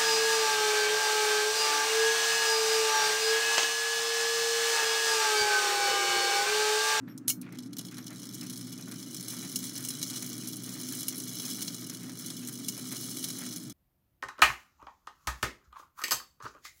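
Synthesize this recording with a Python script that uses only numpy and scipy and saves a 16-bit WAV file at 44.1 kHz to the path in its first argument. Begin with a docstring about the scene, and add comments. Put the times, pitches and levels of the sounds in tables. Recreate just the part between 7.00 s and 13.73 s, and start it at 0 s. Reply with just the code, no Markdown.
"""Workshop bench: a brass clock movement is held and let go with a bright double clink of its stop lever.
Its gear train runs free: teeth rattle on the pinions and ring the plates (noise strikes through resonances),
single knocks stand out, pivots rub (grainy noise), bench boards murmur (low noise growing with speed).
Further off, three pendulum clocks tick at their own paces (noise puffs) and a machine, probably a fan,
drones low (coloured noise plus wavering tones)."""
import sys
import numpy as np
from scipy import signal
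from scipy.fft import rfft, irfft, next_fast_len
from scipy.io import wavfile
from scipy.ndimage import uniform_filter1d

SR = 44100
rng = np.random.default_rng(int(sys.argv[2]) if len(sys.argv) > 2 else 0)


def pcm_store(signal):
    """Save signal as 16-bit PCM."""
    levels = np.round(np.clip(np.atleast_2d(signal), -1, 1) * 32767)
    wavfile.write(sys.argv[1], SR, levels.astype(np.int16).T)


N = 296793
TIME = np.arange(N) / SR

# train speed [t/s, speed/nominal full speed]
SPEED = [(0, 0.028), (.45, 0.045), (.56, 0.32), (.85, 0.66), (1.4, 0.65), (2.3, 0.9), (4.5, 1.1),
         (5.1, 0.89), (6.2, 1.133), (6.73, 0.8)]
# drive on the train, heard as rattle level [t/s, level/dB]
DRIVE = [(.55, -54), (.66, -57), (.71, -71), (.8, -55), (1.03, -53), (1.15, -49.5), (1.5, -47), (1.8, -50),
         (2.12, -47.5), (2.3, -42.5), (2.5, -44), (2.8, -41.5), (2.96, -43.5), (3.17, -42), (3.6, -46.5),
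         (3.98, -41), (4.22, -45), (4.5, -39), (4.75, -45.5), (5.13, -50.5), (5.25, -42), (5.4, -46.5),
         (5.85, -44.5), (5.96, -41.5), (6.2, -42.5), (6.54, -43), (6.66, -50.5)]
# meshing wheels [rate/teeth per s at full speed, relative level/dB, timing slop/teeth, force spread/dB,
# gain from rest to full speed/dB]
MESHES = [(49.53, 0.5, .08, 4, 7), (88.13, 0.5, .15, 5, 20), (268.7, -3.5, .18, 3.5, 22)]
# single blows of the wheels: the rows from 0.52 to 0.77 s are the slow wheel's separate tooth ticks as the
# train starts, the others wheels jumping across their backlash [t/s, level/dB, treble tilt/dB per octave, held
# within +-5 in use]
KNOCKS = [(0.177, -30.5, 2.5), (0.414, -29, 3.5), (0.5243, -36.5, 2), (0.554, -39, -4),
          (0.5862, -27.5, -4.5), (0.603, -39, -4), (0.624, -38.5, -2), (0.643, -46, -7), (0.66, -39, -8),
          (0.677, -54, -3), (0.7305, -29.5, -3), (0.7672, -27, -0.5), (0.784, -22.5, 1),
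          (0.7905, -21.5, -5), (0.811, -30, -9), (0.8493, -29.5, -4), (0.866, -32, -3), (0.885, -35, -5),
          (0.921, -36, -3), (0.943, -34, -6), (0.969, -32, -6), (0.9818, -28, -3), (1.0667, -27.5, -3),
          (1.079, -30, -5), (1.1982, -33, 0), (1.231, -29, -5), (1.2393, -31.5, -5), (1.258, -40, -7),
          (1.336, -30, -2), (1.343, -27, 1), (1.349, -28, 0), (1.382, -33, -2), (1.411, -28.5, 1),
          (1.43, -31, 2), (1.4977, -25.5, -1.5), (1.504, -28, -4), (1.5334, -26.5, -3.5), (1.5643, -31, -2),
          (1.575, -26, 2), (1.611, -29.5, -4), (1.725, -29, -2), (1.7344, -33, -8), (1.7767, -33, -3),
          (1.8825, -35, -1), (1.919, -28, -5.5), (2.0003, -31, -3), (2.0268, -28, -3), (2.145, -24, -1),
          (2.165, -26, -2), (2.2086, -26.5, -1), (2.282, -21.5, -1), (2.3014, -23, 0), (2.3231, -27, 1),
          (2.4093, -30, -3), (2.4958, -29, 2), (2.558, -13.5, 2), (2.5888, -24, 5), (2.64, -22.5, -2),
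          (2.6527, -25.5, 4), (2.6928, -25.5, -2), (2.7781, -26, 4), (2.849, -20, -0.5), (2.886, -18.5, 3),
          (2.904, -21, -1), (3.015, -23.5, -4.5), (3.0277, -15.5, -1), (3.099, -21, -2), (3.106, -25, -3),
          (3.138, -26, -4), (3.161, -23, -3), (3.17, -24.5, -4), (3.1771, -25, -4), (3.2229, -23, 3),
          (3.263, -24, 5), (3.2911, -28, 7), (3.4729, -21.5, -2), (3.4847, -22.5, 6), (3.5306, -25, -0.5),
          (3.567, -25, 4), (3.662, -27.5, 1), (3.6914, -25.5, -2), (3.812, -24.5, 7), (3.8857, -24, 0),
          (3.9225, -22, 4), (3.9495, -23, 5), (3.9947, -27, 3), (4.0064, -22, 4), (4.03, -22.5, 2),
          (4.0822, -14, 2), (4.18, -21, 4), (4.2, -22.5, -1), (4.2363, -25, 1), (4.28, -24.5, 2),
          (4.353, -24.5, 4), (4.3985, -21.5, -3), (4.4524, -21.5, 1), (4.501, -22, 0),
          (4.6164, -21.5, -3.5), (4.622, -18, 3), (4.6787, -19.5, -6), (4.7447, -24, -2.5),
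          (4.8107, -30, 0), (4.868, -28, 6), (4.897, -22, -2.5), (4.9337, -32, 4), (4.946, -27, -2),
          (4.9988, -34, -3), (5.0946, -28.5, -3), (5.189, -27.5, 3), (5.2614, -26.5, 2), (5.302, -23.5, -5),
          (5.473, -23, 4), (5.4852, -22.5, 6), (5.525, -28, 3), (5.6838, -13.5, 2), (5.7457, -33, 1),
          (5.7766, -26, 3), (5.9223, -22, 2), (5.9656, -24.5, -2), (6.0094, -25, 6), (6.0935, -27, 1),
          (6.1694, -21.5, -2), (6.227, -23, -1), (6.2409, -16.3, -2), (6.2851, -21.5, -1),
          (6.3023, -21, -4), (6.4632, -24.5, -3.5), (6.525, -29, -2), (6.5609, -23.5, 0), (6.6966, -30, -1)]
# steel stop lever slips off and strikes the frame [t/s, level/dB]
CLINKS = [(0.277, -28), (0.2805, -11), (0.292, -15), (0.2968, -17), (0.299, -14.5), (0.3025, -23)]
# plate and wheel resonances [f/Hz, width/Hz, relative level/dB]
BRASS_MODES = [(2270, 160, -16), (2920, 110, -7.5), (3070, 70, -8.5), (3335, 150, -4.5), (3520, 120, -13),
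               (3990, 190, -1.5), (4150, 100, -9), (4370, 130, -4), (5230, 170, 1.5), (5370, 120, 0),
               (5626, 70, -7.5), (5900, 150, -2), (6060, 170, -1), (6270, 130, -4), (6500, 90, -4),
               (6620, 110, -4), (6800, 130, -3), (7120, 80, -5.5), (7560, 170, -6), (7900, 250, -10),
               (8100, 110, -2.5), (8640, 140, -2.5), (8870, 100, -5), (9500, 220, -7), (9720, 140, -4),
               (10130, 110, -4), (10335, 190, -3), (11100, 180, -3.5), (11400, 250, -9.5), (13570, 150, -7),
               (14000, 90, -9), (14820, 300, -8.5), (15240, 120, -9.5), (15560, 300, -8)]
# dense modes between them [f/Hz, relative level/dB]
PLATE_SPECTRUM = [(30, -82), (200, -32.5), (500, -16), (900, -19.5), (1400, -16.5), (2300, -20.5),
                  (2500, -18), (2780, -28), (3050, -12.5), (4700, -9.5), (6000, -2), (7700, -8.5),
                  (10500, -4), (12400, -5.5), (15500, -13)]
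# long-ringing modes of the movement [f/Hz, relative level/dB, t60/s]
RING_MODES = [(2230, -16, .09), (2870, -6, .045), (3070, -15, .07), (4224, -18, .13), (4900, -16, .07),
              (5090, -14, .07), (5286, -9, .095), (5690, -11, .09), (5841, -15, .11), (6191, -13, .11),
              (6499, -9, .07), (6925, -5.5, .085), (7590, -16, .08), (7850, -16, .07), (8269, -12, .1),
              (8530, -13, .06), (8845, -12, .08), (9324, -16, .09), (9730, -12, .08), (10135, -10, .08),
              (10780, -18, .09), (11880, -9, .09), (13010, -20, .1), (13580, -23, .22), (13760, -17, .1),
              (13980, -15, .1), (14340, -24, .24), (15010, -18, .13), (15240, -9, .1), (15620, -12, .08)]
# pivot rub spectrum [f/Hz, relative level/dB]
RUB_SPECTRUM = [(30, -41), (200, -44), (550, -4), (850, -12.5), (1250, 3.5), (1800, -1), (2350, 2.5),
                (2500, -19), (2780, -69), (3200, 0.5), (5500, -0.5), (9000, -24), (16000, -37)]
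# bench board murmur spectrum [f/Hz, relative level/dB]
BENCH_SPECTRUM = [(20, -48), (100, -25), (190, 2), (320, 6), (440, -1.5), (520, -19), (620, -8.5),
                  (900, -27), (3000, -61), (16000, -74)]
# pendulum clocks [full swing/s, first tick t/s, first tock t/s, tick level/dB, tock level/dB,
# tick f/Hz, tock f/Hz, brightness/dB per octave]
CLOCKS = [(0.9002, 0.072, .514, -54.5, -52.5, 1510, 2050, 2),
          (0.9994, 0.42, .912, -57.5, -54, 2530, 1430, 6), (1.327, 0.456, 1.095, -54.5, -53, 2380, 1910, 0)]
# beat spectrum [f/Hz, relative level/dB]
BEAT_SPECTRUM = [(30, -45), (250, -26), (550, 6.5), (850, 2), (1250, 5), (1800, 3.5), (2350, 1.5),
                 (2750, -7), (3300, -6), (5000, -14.5), (9000, -29), (16000, -41)]
# faint steel ring at each tick of the first clock [delay/s, f/Hz, level/dB, t60/s]
PALLET_RINGS = [(.01, 12360, -58, 0.16), (.019, 5520, -64.5, 0.14)]
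# fan air noise spectrum [f/Hz, relative level/dB]
FAN_SPECTRUM = [(20, -56), (60, -40), (100, -23), (140, 0), (160, -3.5), (185, 0.5), (218, -4.5),
                (255, 2.5), (320, -3), (370, -14.5), (520, -25), (900, -31.5), (1350, -26.5), (2000, -36.5),
                (2700, -42), (3300, -48), (7000, -49), (10000, -54), (16000, -59)]
# fan tones [f/Hz, rms level/dB, waver depth/ratio]
FAN_TONES = [(119.8, -54.5, 0.21), (181, -57, 0.63), (244.6, -54.5, 1.3), (251.9, -52.5, 1.4),
             (276.7, -59, 1.4), (308, -61, 1.3), (362, -84, 0.9)]

# treble of a contact dies sooner than its body
TREBLE_HZ, TREBLE_T60_SHARE = 7940, 0.79
# how strongly tooth body and treble snap follow force, dB per dB
BODY_FORCE_SHARE, SNAP_FORCE_SHARE = .75, 1.2
# tooth ping: level re its click
PING_DB, PING_T60_S = -5.5, 0.052
# knock t60 at the reference level, and dB that double it
KNOCK_T60_S, KNOCK_REFERENCE_DB, KNOCK_DOUBLING_DB = 0.034, -28, 38
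# blows shake the brass little below these
KNOCK_LOW_HZ, LEVER_LOW_HZ = 1500, 1500
# knocks above this also ring the long modes
RING_FROM_DB = -21
# lever edge tone, and the ring after the last strike
EDGE_START_S, EDGE_LENGTH_S, EDGE_HZ = .2815, .016, 11100
EDGE_DB, LEVER_RING_DB = -23.5, -28.5
# rub level at the usual drive, and dB per dB of drive
RUB_DB, USUAL_DRIVE_DB, RUB_DB_PER_DB = -56.5, -43, 0.79
# room smears each beat into a short puff
BEAT_RISE_S, BEAT_T60_S, BEAT_VARY_DB = 0.0076, 0.21, 0.7
# clock case resonance, level re the beat noise
CASE_WIDTH_HZ, CASE_DB = 410, -5.5
CUTOFF_HZ = 15850


def gears():
    """Teeth rattle once the wheels turn; faster meshes gain more with speed, and ticks bunch as wheels rock."""
    slowness = 1 - curve(SPEED)
    teeth = np.zeros(N)
    for rate, db, slop, spread_db, rise_db in MESHES:
        teeth += amp(db - rise_db * slowness) * mesh(rate, slop, spread_db)
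    teeth = unit(teeth * amp(1 * wander(rate_hz=25)))
    # even out the level, so that DRIVE sets it
    strength = np.sqrt(np.abs(uniform_filter1d(teeth ** 2, size=5000)) + 0.028)
    # slow teeth land softly
    dull = lowpass(teeth)
    teeth = dull + (teeth - dull) * amp(-7 * slowness)
    return teeth / strength * amp(curve(DRIVE)) * turning()


def mesh(rate, slop, spread_db, count=24):
    """Teeth drop on a pinion early or late, the harder the brighter; count tooth sounds recur in rotation."""
    turns = np.cumsum(np.maximum(curve(SPEED), 0)) * rate / SR
    late, force, side = rng.standard_normal((2500, 3)).T
    at = np.searchsorted(turns, np.arange(len(late)) + 1 + slop * late)
    force_db = spread_db * np.minimum(force, 1.5)
    push = np.sign(side) * unit(amp(BODY_FORCE_SHARE * force_db))
    snap = np.sign(side) * unit(amp(SNAP_FORCE_SHARE * force_db))
    zero_phase = signal.butter(2, TREBLE_HZ, fs=SR)
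    out = np.zeros(N)
    for k in range(count):
        tick = strike(t60=0.018, crack_db=6.0, tail_db=-30, tail_t60=0.1, rise_s=0.0012, size=4000)
        tooth = frame(tick, modes_db=5.0, vary_db=2.5, tilt_db=1.3 * rng.standard_normal())
        tooth += amp(PING_DB) * tooth.std() * ping(len(tooth))
        body = signal.filtfilt(*zero_phase, tooth)
        treble = tooth - body
        for sample, low, high in zip(at[k::count], push[k::count], snap[k::count]):
            add(out, sample / SR, low * body + high * treble)
    return out


def turning():
    """Gate: 0 while the wheels stand or creep, 1 once they run."""
    return np.clip((curve(SPEED) - .1) / .35, 0, 1)


def knocks():
    """Single harder blows of the wheels; the heavier, the longer they decay."""
    out = np.zeros(N)
    thin = signal.butter(1, KNOCK_LOW_HZ, "high", fs=SR)
    for s, db, tilt_db in KNOCKS:
        t60 = KNOCK_T60_S * 2 ** ((db - KNOCK_REFERENCE_DB) / KNOCK_DOUBLING_DB)
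        blow = strike(t60, crack_db=4, tail_db=-27, tail_t60=0.17, rise_s=0.0012)
        blow = signal.lfilter(*thin, blow)
        sound = frame(blow, modes_db=1.5, vary_db=2, tilt_db=np.clip(tilt_db, -5, 5))
        if db > RING_FROM_DB:
            sound = sound + amp(-23) * ring()
        add(out, s, amp(db) * sound)
    return out


def lever():
    """The stop lever strikes and chatters, its edge sings briefly; the last strike leaves the movement ringing."""
    out = np.zeros(N)
    thin = signal.butter(1, LEVER_LOW_HZ, "high", fs=SR)
    for s, db in CLINKS:
        blow = strike(t60=0.027, crack_db=4.5, tail_db=-12, tail_t60=0.13, rise_s=0.0005)
        blow = signal.lfilter(*thin, blow)
        add(out, s, amp(db) * frame(blow, modes_db=-8, vary_db=1.5, tilt_db=.4))
    add(out, CLINKS[-1][0], amp(LEVER_RING_DB) * ring())
    t = np.arange(round(EDGE_LENGTH_S * SR)) / SR
    edge = np.sin(2 * np.pi * EDGE_HZ * t) * signal.windows.tukey(len(t), .1)
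    add(out, EDGE_START_S, amp(EDGE_DB - 60 * t / 0.074) * edge)
    return out


def strike(t60, crack_db, tail_db, tail_t60, rise_s=.0005, size=10000):
    """One metal contact: a sharp crack, a quick dense ring that dulls as it dies, and a longer tail."""
    t = np.arange(size) / SR
    grain = rng.standard_normal(size)
    body = lowpass(grain)
    dense = body * amp(-60 * t / max(t60, .005))
    dense += (grain - body) * amp(-60 * t / max(t60 * TREBLE_T60_SHARE, .005))
    crack = grain * amp(crack_db - 60 * t / 0.0051)
    tail = grain * amp(tail_db - 60 * t / tail_t60)
    out = (dense + crack + tail) / (1 + amp(crack_db) + amp(tail_db))
    return out * (1 - np.exp(-t / rise_s))


def frame(x, modes_db, vary_db, tilt_db=0, size=4096):
    """Passes blows through the brass frame; each point of contact favours other resonances and registers."""
    hz = np.fft.rfftfreq(size, 1 / SR)
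    favour_db = modes_db + vary_db * np.clip(rng.standard_normal(len(BRASS_MODES)), -2, 1.5)
    peaks = np.zeros(len(hz))
    for (f, width, db), extra_db in zip(BRASS_MODES, favour_db):
        peaks += amp(db + extra_db) ** 2 / (1 + (2 * (hz - f) / width) ** 2) ** 2
    # a blow misses waves with a node under it: broad dips along the spectrum
    nodes_db = vary_db * np.cos(2 * np.pi * (hz / rng.uniform(3200, 13600) + rng.random()))
    slope_db = tilt_db * np.log2(hz / 7000 + 0.04)
    gain = np.sqrt(colour(PLATE_SPECTRUM, hz) ** 2 + peaks) * amp(nodes_db + slope_db)
    # minimum phase: a causal ring
    log_gain = np.log(unit(gain))
    circle = np.concatenate([log_gain, log_gain[-2:0:-1]])
    response = np.fft.ifft(np.exp(np.conj(signal.hilbert(circle)))).real
    return signal.oaconvolve(x, response)[:len(x)]


def ping(size, count=4):
    """A short metallic ring of rms 1: a few resonances, each a little off its centre, the higher the shorter."""
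    t = np.arange(size) / SR
    modes = np.array(BRASS_MODES)[rng.integers(len(BRASS_MODES), size=count)]
    tones = np.zeros(size)
    for hz, width, db in modes:
        detuned_hz = hz + width * rng.uniform(-0.48, 0.51)
        decay = amp(-60 * t / PING_T60_S * np.sqrt(hz / TREBLE_HZ))
        tones += amp(db) * np.sin(2 * np.pi * (detuned_hz * t + rng.random())) * decay
    return unit(tones * (1 - np.exp(-t / 0.0011)))


def ring(size=10000):
    """The long modes after one blow: decaying sines, each of its own strength and phase."""
    t = np.arange(size) / SR
    out = np.zeros(size)
    for hz, db, t60 in RING_MODES:
        tone = np.sin(2 * np.pi * (hz * t + rng.random()))
        out += rng.uniform(1.1, 1.9) * amp(db - 60 * t / t60) * tone
    return out


def pivots():
    """A grainy rub that follows the drive while the wheels turn."""
    level_db = RUB_DB + RUB_DB_PER_DB * (curve(DRIVE) - USUAL_DRIVE_DB)
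    grit = unit(amp(2.8 * wander(rate_hz=72)))
    return noise(RUB_SPECTRUM) * grit * amp(level_db) * turning()


def bench():
    """The boards take up the shaking of the wheels, amplitude growing with the square of speed."""
    return noise(BENCH_SPECTRUM) * amp(-54) * curve(SPEED) ** 2


def clocks():
    """Each distant clock ticks and tocks once a swing, on two notes of its case; the first also rings faintly."""
    out = np.zeros(N)
    for swing_s, tick_s, tock_s, tick_db, tock_db, tick_hz, tock_hz, tilt_db in CLOCKS:
        voice = noise([(hz, db + tilt_db * np.log2(hz / 2000)) for hz, db in BEAT_SPECTRUM])
        grit = unit(amp(2.5 * wander(rate_hz=160)))
        for first_s, db, hz in (tick_s, tick_db, tick_hz), (tock_s, tock_db, tock_hz):
            note = unit(voice + amp(CASE_DB) * band(hz, CASE_WIDTH_HZ))
            out += amp(db) * note * grit * beats(first_s, swing_s, BEAT_T60_S)
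    swing_s, tick_s = CLOCKS[0][:2]
    for delay_s, hz, db, t60 in PALLET_RINGS:
        out += amp(db) * band(hz, width_hz=240) * beats(tick_s + delay_s, swing_s, t60)
    return out


def beats(first_s, every_s, t60):
    """Envelope of an evenly repeated beat: soft rise, exponential decay, slightly varied level."""
    out, t = np.zeros(N), np.arange(SR // 2) / SR
    shape = (1 - np.exp(-t / BEAT_RISE_S)) * amp(-60 * t / t60)
    shape /= shape.max()
    for s, chance in zip(np.arange(first_s, TIME[-1], every_s), rng.standard_normal(size=16)):
        add(out, s, amp(BEAT_VARY_DB * chance) * shape)
    return out


def fan():
    """Low air noise with hum tones whose amplitude and phase waver."""
    out = amp(-46.5) * noise(FAN_SPECTRUM)
    for hz, db, waver in FAN_TONES:
        sway = 1 + waver * (wander(rate_hz=4.9) + 1j * wander(rate_hz=4.7))
        out += amp(db) * unit((sway * np.exp(2j * np.pi * hz * TIME)).real)
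    return out


def amp(db):
    """Decibels to gain."""
    return 10 ** (np.asarray(db) / 20)


def unit(x):
    """Scales to rms 1."""
    return x / np.sqrt(np.mean(x ** 2) + 1e-20)


def curve(rows):
    """Joins (t/s, value) rows by straight lines."""
    return np.interp(TIME, *np.transpose(rows))


def colour(points, hz):
    """Gain of a (f/Hz, level/dB) spectrum on a log-frequency axis."""
    f, db = np.transpose(points)
    return amp(np.interp(np.log(hz + 1), np.log(f + 1), db))


def noise(points):
    """Noise of rms 1 with the given spectrum."""
    size = next_fast_len(N, True)
    gain = colour(points, np.fft.rfftfreq(size, 1 / SR))
    return unit(irfft(rfft(rng.standard_normal(size)) * gain, size)[:N])


def band(hz, width_hz):
    """Noise of rms 1 in one resonance."""
    sos = signal.butter(2, [hz - width_hz / 2, hz + width_hz / 2], "band", fs=SR, output="sos")
    return unit(signal.sosfilt(sos, rng.standard_normal(N)))


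def lowpass(x):
    """First-order split: the part below the treble."""
    return signal.lfilter(*signal.butter(1, TREBLE_HZ, fs=SR), x)


def wander(rate_hz, size=8192):
    """Random drift of rms 1: noise under a Gaussian low-pass."""
    hz = np.fft.rfftfreq(size, TIME[-1] / size)
    slow = irfft(rfft(rng.standard_normal(size)) * np.exp(-(hz / rate_hz) ** 2))
    return unit(np.interp(TIME, np.linspace(0, TIME[-1], size), slow))


def add(mix, s, sound):
    """Mixes a sound in at time s."""
    part = mix[max(round(s * SR), 0):][:len(sound)]
    part += sound[:len(part)]


def scene():
    """The movement close by, the clocks and the fan behind."""
    movement = gears() + knocks() + lever() + pivots() + bench()
    return (movement + clocks() + fan())[None]


def record(dry):
    """The recorder's upper band limit; the sound eases in and out over a few milliseconds."""
    eased = dry * signal.windows.tukey(N, .002)
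    lowpass_fir = signal.firwin(511, CUTOFF_HZ, window=("kaiser", 9), fs=SR)
    return signal.oaconvolve(eased, lowpass_fir[None], "same")


dry = scene()
out = record(dry)
pcm_store(out)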